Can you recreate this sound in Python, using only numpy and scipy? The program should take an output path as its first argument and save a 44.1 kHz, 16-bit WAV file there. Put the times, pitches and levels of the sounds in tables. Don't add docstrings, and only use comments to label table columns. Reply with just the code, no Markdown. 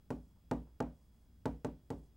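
import sys
import numpy as np
from scipy import signal
from scipy.fft import rfft, irfft
from scipy.io import wavfile
from scipy.ndimage import uniform_filter1d

SR = 44100
rng = np.random.default_rng(int(sys.argv[2]) if len(sys.argv) > 2 else 0)


def generate_wav(sig):
    pcm = np.round(np.clip(np.atleast_2d(sig).T, -1, 1) * 32767).astype(np.int16)
    wavfile.write(sys.argv[1], SR, pcm)


N = 95432
RING_S = 0.7

# (frequency [Hz], relative level [dB per Hz])
CROWD_COLOUR = [(80, -32), (200, -9.5), (450, 8.5), (900, 7.5), (1500, -6), (2200, -14.5), (4000, -21.5),
                (8000, -26), (15000, -40.5)]
# (frequency [Hz], fall time [s])
CROWD_FALL = [(150, 0.04), (600, 0.17), (1500, 0.08), (4000, 0.027), (12000, 0.072)]


def from_db(db):
    return 10 ** (np.asarray(db) / 20)


def rms_one(x):
    return x / np.sqrt(np.mean(x ** 2) + 1e-20)


def energy_one(x):
    return x / np.sqrt(np.sum(x ** 2))


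def at_hz(points, hz):
    table_hz, values = np.transpose(points)
    return np.interp(np.log(hz), np.log(table_hz), values)


def add(out, start_s, sound):
    start = max(int(start_s * SR), 0)
    part = sound[:max(len(out) - start, 0)]
    out[start:start + len(part)] += part


def dying(t, t60):
    return np.exp(-np.log(1000) * t / t60)


def building(t, rise_s):
    return 1 - np.exp(-t / rise_s)


def ring(t, hz, t60):
    return np.sin(2 * np.pi * hz * t) * dying(t, t60)


def noise(spectrum):
    hz = np.maximum(np.fft.rfftfreq(N, 1 / SR), 1)
    white = rfft(rng.standard_normal(N))
    return rms_one(irfft(white * from_db(at_hz(spectrum, hz)), N))


def dying_noise(t, spectrum, t60s, rise_s):
    out = 0
    edges = 62 * 2 ** (np.arange(25) / 3)
    hz = np.fft.rfftfreq(len(t), 1 / SR)
    white = rfft(rng.standard_normal(len(t)))
    for low, high in zip(edges, edges[1:]):
        centre = np.sqrt(low * high)
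        band = irfft(white * ((hz >= low) & (hz < high)), len(t))
        band = band * dying(t, at_hz(t60s, centre)) * building(t, rise_s)
        out = out + rms_one(band) * from_db(at_hz(spectrum, centre)) * np.sqrt(high - low)
    return energy_one(out)


def upper_share(hz):
    centre_hz, width_octaves = 1296, 1.05
    return np.exp(-0.5 * (np.log2(hz / centre_hz) / width_octaves) ** 2)


def hardened(spectrum, hard_db):
    return [(hz, db + hard_db * upper_share(hz)) for hz, db in spectrum]


def taps():
    # (time [s], knock level [dB], hardness: lift of the middle modes [dB],
    # click level [dB], lift of the chatter [dB], place on the board [-1 left to 1 right])
    touches = [(0.1045, -0.5, -5.5, -4.5, 1, -0.48), (.5122, 3, 0, 2, 11, -0.72),
               (0.8031, 1, 4, 3, 16, -.7), (1.4560, 2.5, -0.5, 1, 33, 0.13),
               (1.6467, -0.23, 0.5, 1.5, 0, -0.026), (1.9037, -2, -7, -3, -18, 0.56)]
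    out = np.zeros(N)
    t = np.arange(int(RING_S * SR)) / SR
    for start_s, knock_db, hard_db, click_db, chatter_db, place in touches:
        knock = board(t, hard_db, place) + classroom(t, hard_db)
        click = chalk_click(t, chatter_db)
        add(out, start_s, from_db(knock_db) * knock + from_db(click_db) * click)
    return out


def board(t, hard_db, place):
    # (frequency [Hz], level before place and hardness [dB],
    # time to fall by 60 dB [s], build-up time [s], level gained toward the right [dB])
    main_modes = [(89.1, -46.5, 0.31, 0.00088, 6.5), (132.7, -35, 0.11, 0.00088, 0.5),
                  (147.2, -42, 0.567, 0.14, 1.5), (163.56, -46, 0.43, 0.0009, -3),
                  (207, -47, 0.41, 0.017, 0.4), (245.9, -37.5, 0.29, 0.00023, -4.03),
                  (280.3, -41, 0.31, 0.0005, 3.7), (293, -40.5, 0.23, 0.017, -5.5),
                  (351, -45, 0.2, 0.0008, 1), (390.4, -39.5, 0.11, 0.0011, -2.4),
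                  (455.4, -32.5, 0.071, 0.00025, 2.64), (510.4, -46.5, 0.14, 0.00067, -6.1),
                  (596.5, -41.5, 0.11, 0.00027, 1.5), (673, -38.5, 0.081, 0.0098, -6.5),
                  (806.4, -49.5, 0.14, 0.00011, -7), (883, -29, 0.04, 0.0043, 4.2),
                  (980, -61, 0.15, 0.0003, 9.7), (1159, -53.5, 0.037, 0.00017, -15.5),
                  (1438, -37.5, 0.011, 0.00095, -5), (1610, -59.5, 0.063, 0.0001, -9),
                  (1830, -53.5, 0.023, 0.0048, -16.5)]
    dent_hz, dent_db, dent_t60_s = 1170, -27.5, 0.0018
    crowd_db, crowd_rise_s = -17, 0.00047
    boom_hz, boom_db, boom_rise_s, boom_t60_s = 57.6, -26, 0.075, 0.32
    damp_s = 0.15

    modes = 0
    for k, (hz, db, t60, rise_s, right_db) in enumerate(main_modes):
        gain = from_db(db + right_db * place + hard_db * upper_share(hz))
        sign = -(-1) ** k
        modes = modes + sign * gain * ring(t, hz, t60) * building(t, rise_s)
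    dent = -from_db(dent_db) * ring(t, dent_hz, dent_t60_s)
    crowd = dying_noise(t, hardened(CROWD_COLOUR, hard_db), CROWD_FALL, crowd_rise_s)
    boom = from_db(boom_db) * ring(t, boom_hz, boom_t60_s) * building(t, boom_rise_s) ** 2
    choke = 1 / (1 + (t / damp_s) ** 6)
    return dent + from_db(crowd_db) * crowd + (modes + boom) * choke


def chalk_click(t, chatter_db):
    # (delay [s], level before the touch's own chatter lift [dB])
    contacts = [(.0017, -6), (.004, -11.5)]
    # (frequency [Hz], relative level [dB])
    crack_colour = [(1000, -40), (2500, 6), (5000, 4.5), (8000, 1.5), (11000, -8.5), (15500, -9.5)]
    # (delay [s], level against the click [dB])
    reflections = [(.0085, -22), (0.0215, -17)]
    crack_db, crack_t60_s = -32, 0.0046
    even_hz = 503

    envelope = dying(t, crack_t60_s)
    for delay_s, db in contacts:
        add(envelope, delay_s, from_db(db + chatter_db) * dying(t, crack_t60_s))
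    bins = rfft(rng.standard_normal(len(t)) * envelope)
    hz = np.fft.rfftfreq(len(t), 1 / SR)
    power = uniform_filter1d(np.abs(bins) ** 2, size=int(even_hz / hz[1]))
    uneven = np.sqrt(power + 1e-18)
    coloured = bins / uneven * from_db(at_hz(crack_colour, np.maximum(hz, 1)))
    click = irfft(coloured, len(t)) * (t < RING_S / 2)
    click = from_db(crack_db) * energy_one(click)
    out = click.copy()
    for delay_s, db in reflections:
        add(out, delay_s, from_db(db) * click)
    return out


def classroom(t, hard_db):
    # (frequency [Hz], relative level [dB per Hz])
    room_colour = [(60, -26), (130, -18), (280, 4), (500, 8), (850, 0.5), (1400, -10), (2200, -17.5),
                   (4000, -27.5), (8000, -33.5), (15000, -43.5)]
    # (frequency [Hz], fall time [s])
    room_fall = [(100, 0.74), (300, 0.35), (800, 0.25), (2000, 0.24), (5000, 0.34), (12000, 0.48)]
    room_db, rise_s = -18, 0.0052
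    return from_db(room_db) * dying_noise(t, hardened(room_colour, hard_db), room_fall, rise_s)


def scuffs():
    # (time [s], level [dB])
    catches = [(.358, -48.5), (0.669, -44.5), (1.826, -67)]
    hard_db, rise_s = 6, 0.0041
    out = np.zeros(N)
    t = np.arange(int(RING_S * SR)) / SR
    for start_s, db in catches:
        scuff = dying_noise(t, hardened(CROWD_COLOUR, hard_db), CROWD_FALL, rise_s)
        add(out, start_s, from_db(db) * scuff)
    return out


def sliding():
    # (start [s], length [s], level [dB])
    slides = [(0.207, 0.14, -83), (0.592, 0.094, -90), (0.884, 0.25, -85), (1.102, 0.2, -83.5),
              (1.715, 0.27, -93), (1.94, .16, -81)]
    # (frequency [Hz], relative level [dB per Hz])
    slide_colour = [(400, 12), (1000, 13), (2000, -22.5), (5000, -1), (8500, 2), (12000, -6), (15500, -22)]
    grain_db, lump_db = 2.5, 1.5

    pressure = np.zeros(N)
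    for start_s, length_s, db in slides:
        add(pressure, start_s, from_db(db) * signal.windows.tukey(int(length_s * SR), 0.5))
    grain = rms_one(uniform_filter1d(rng.standard_normal(N), size=80))
    lumps = rms_one(uniform_filter1d(rng.standard_normal(N), size=900))
    friction = noise(slide_colour) * from_db(grain_db * grain + lump_db * lumps)
    return pressure * rms_one(friction)


def background():
    # (frequency [Hz], relative level [dB per Hz])
    floor_colour = [(20, -4), (40, -2.5), (58, -2), (85, -0.5), (130, -8), (200, -7.5), (300, -17),
                    (500, -26), (1000, -32), (2000, -37.5), (5000, -41), (10000, -42.5), (15500, -42)]
    # (frequency [Hz], rms level [dB])
    whines = [(59.5, -66.5), (3338, -94), (5006, -94.5), (15735, -91)]
    floor_db = -66
    t = np.arange(N) / SR
    tones = np.zeros(N)
    for hz, db in whines:
        cycles = hz * t + rng.random()
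        tones += from_db(db) * np.sqrt(2) * np.sin(2 * np.pi * cycles)
    return from_db(floor_db) * noise(floor_colour) + tones


def side_hiss():
    # (frequency [Hz], relative level [dB per Hz])
    side_colour = [(30, 24), (60, 44), (150, -2), (500, 17), (2000, 9.5), (15000, -0.5)]
    return from_db(-83) * noise(side_colour) * [[1], [-1]]


def scene():
    balance_db = 0.18
    mono = taps() + scuffs() + sliding() + background()
    return mono * from_db([[-balance_db], [balance_db]]) + side_hiss()


def record(dry):
    cutoff_hz = 16200
    low_pass = signal.ellip(10, 0.1, 70, cutoff_hz, fs=SR, output="sos")
    return signal.sosfilt(low_pass, dry)


dry = scene()
out = record(dry)
generate_wav(out)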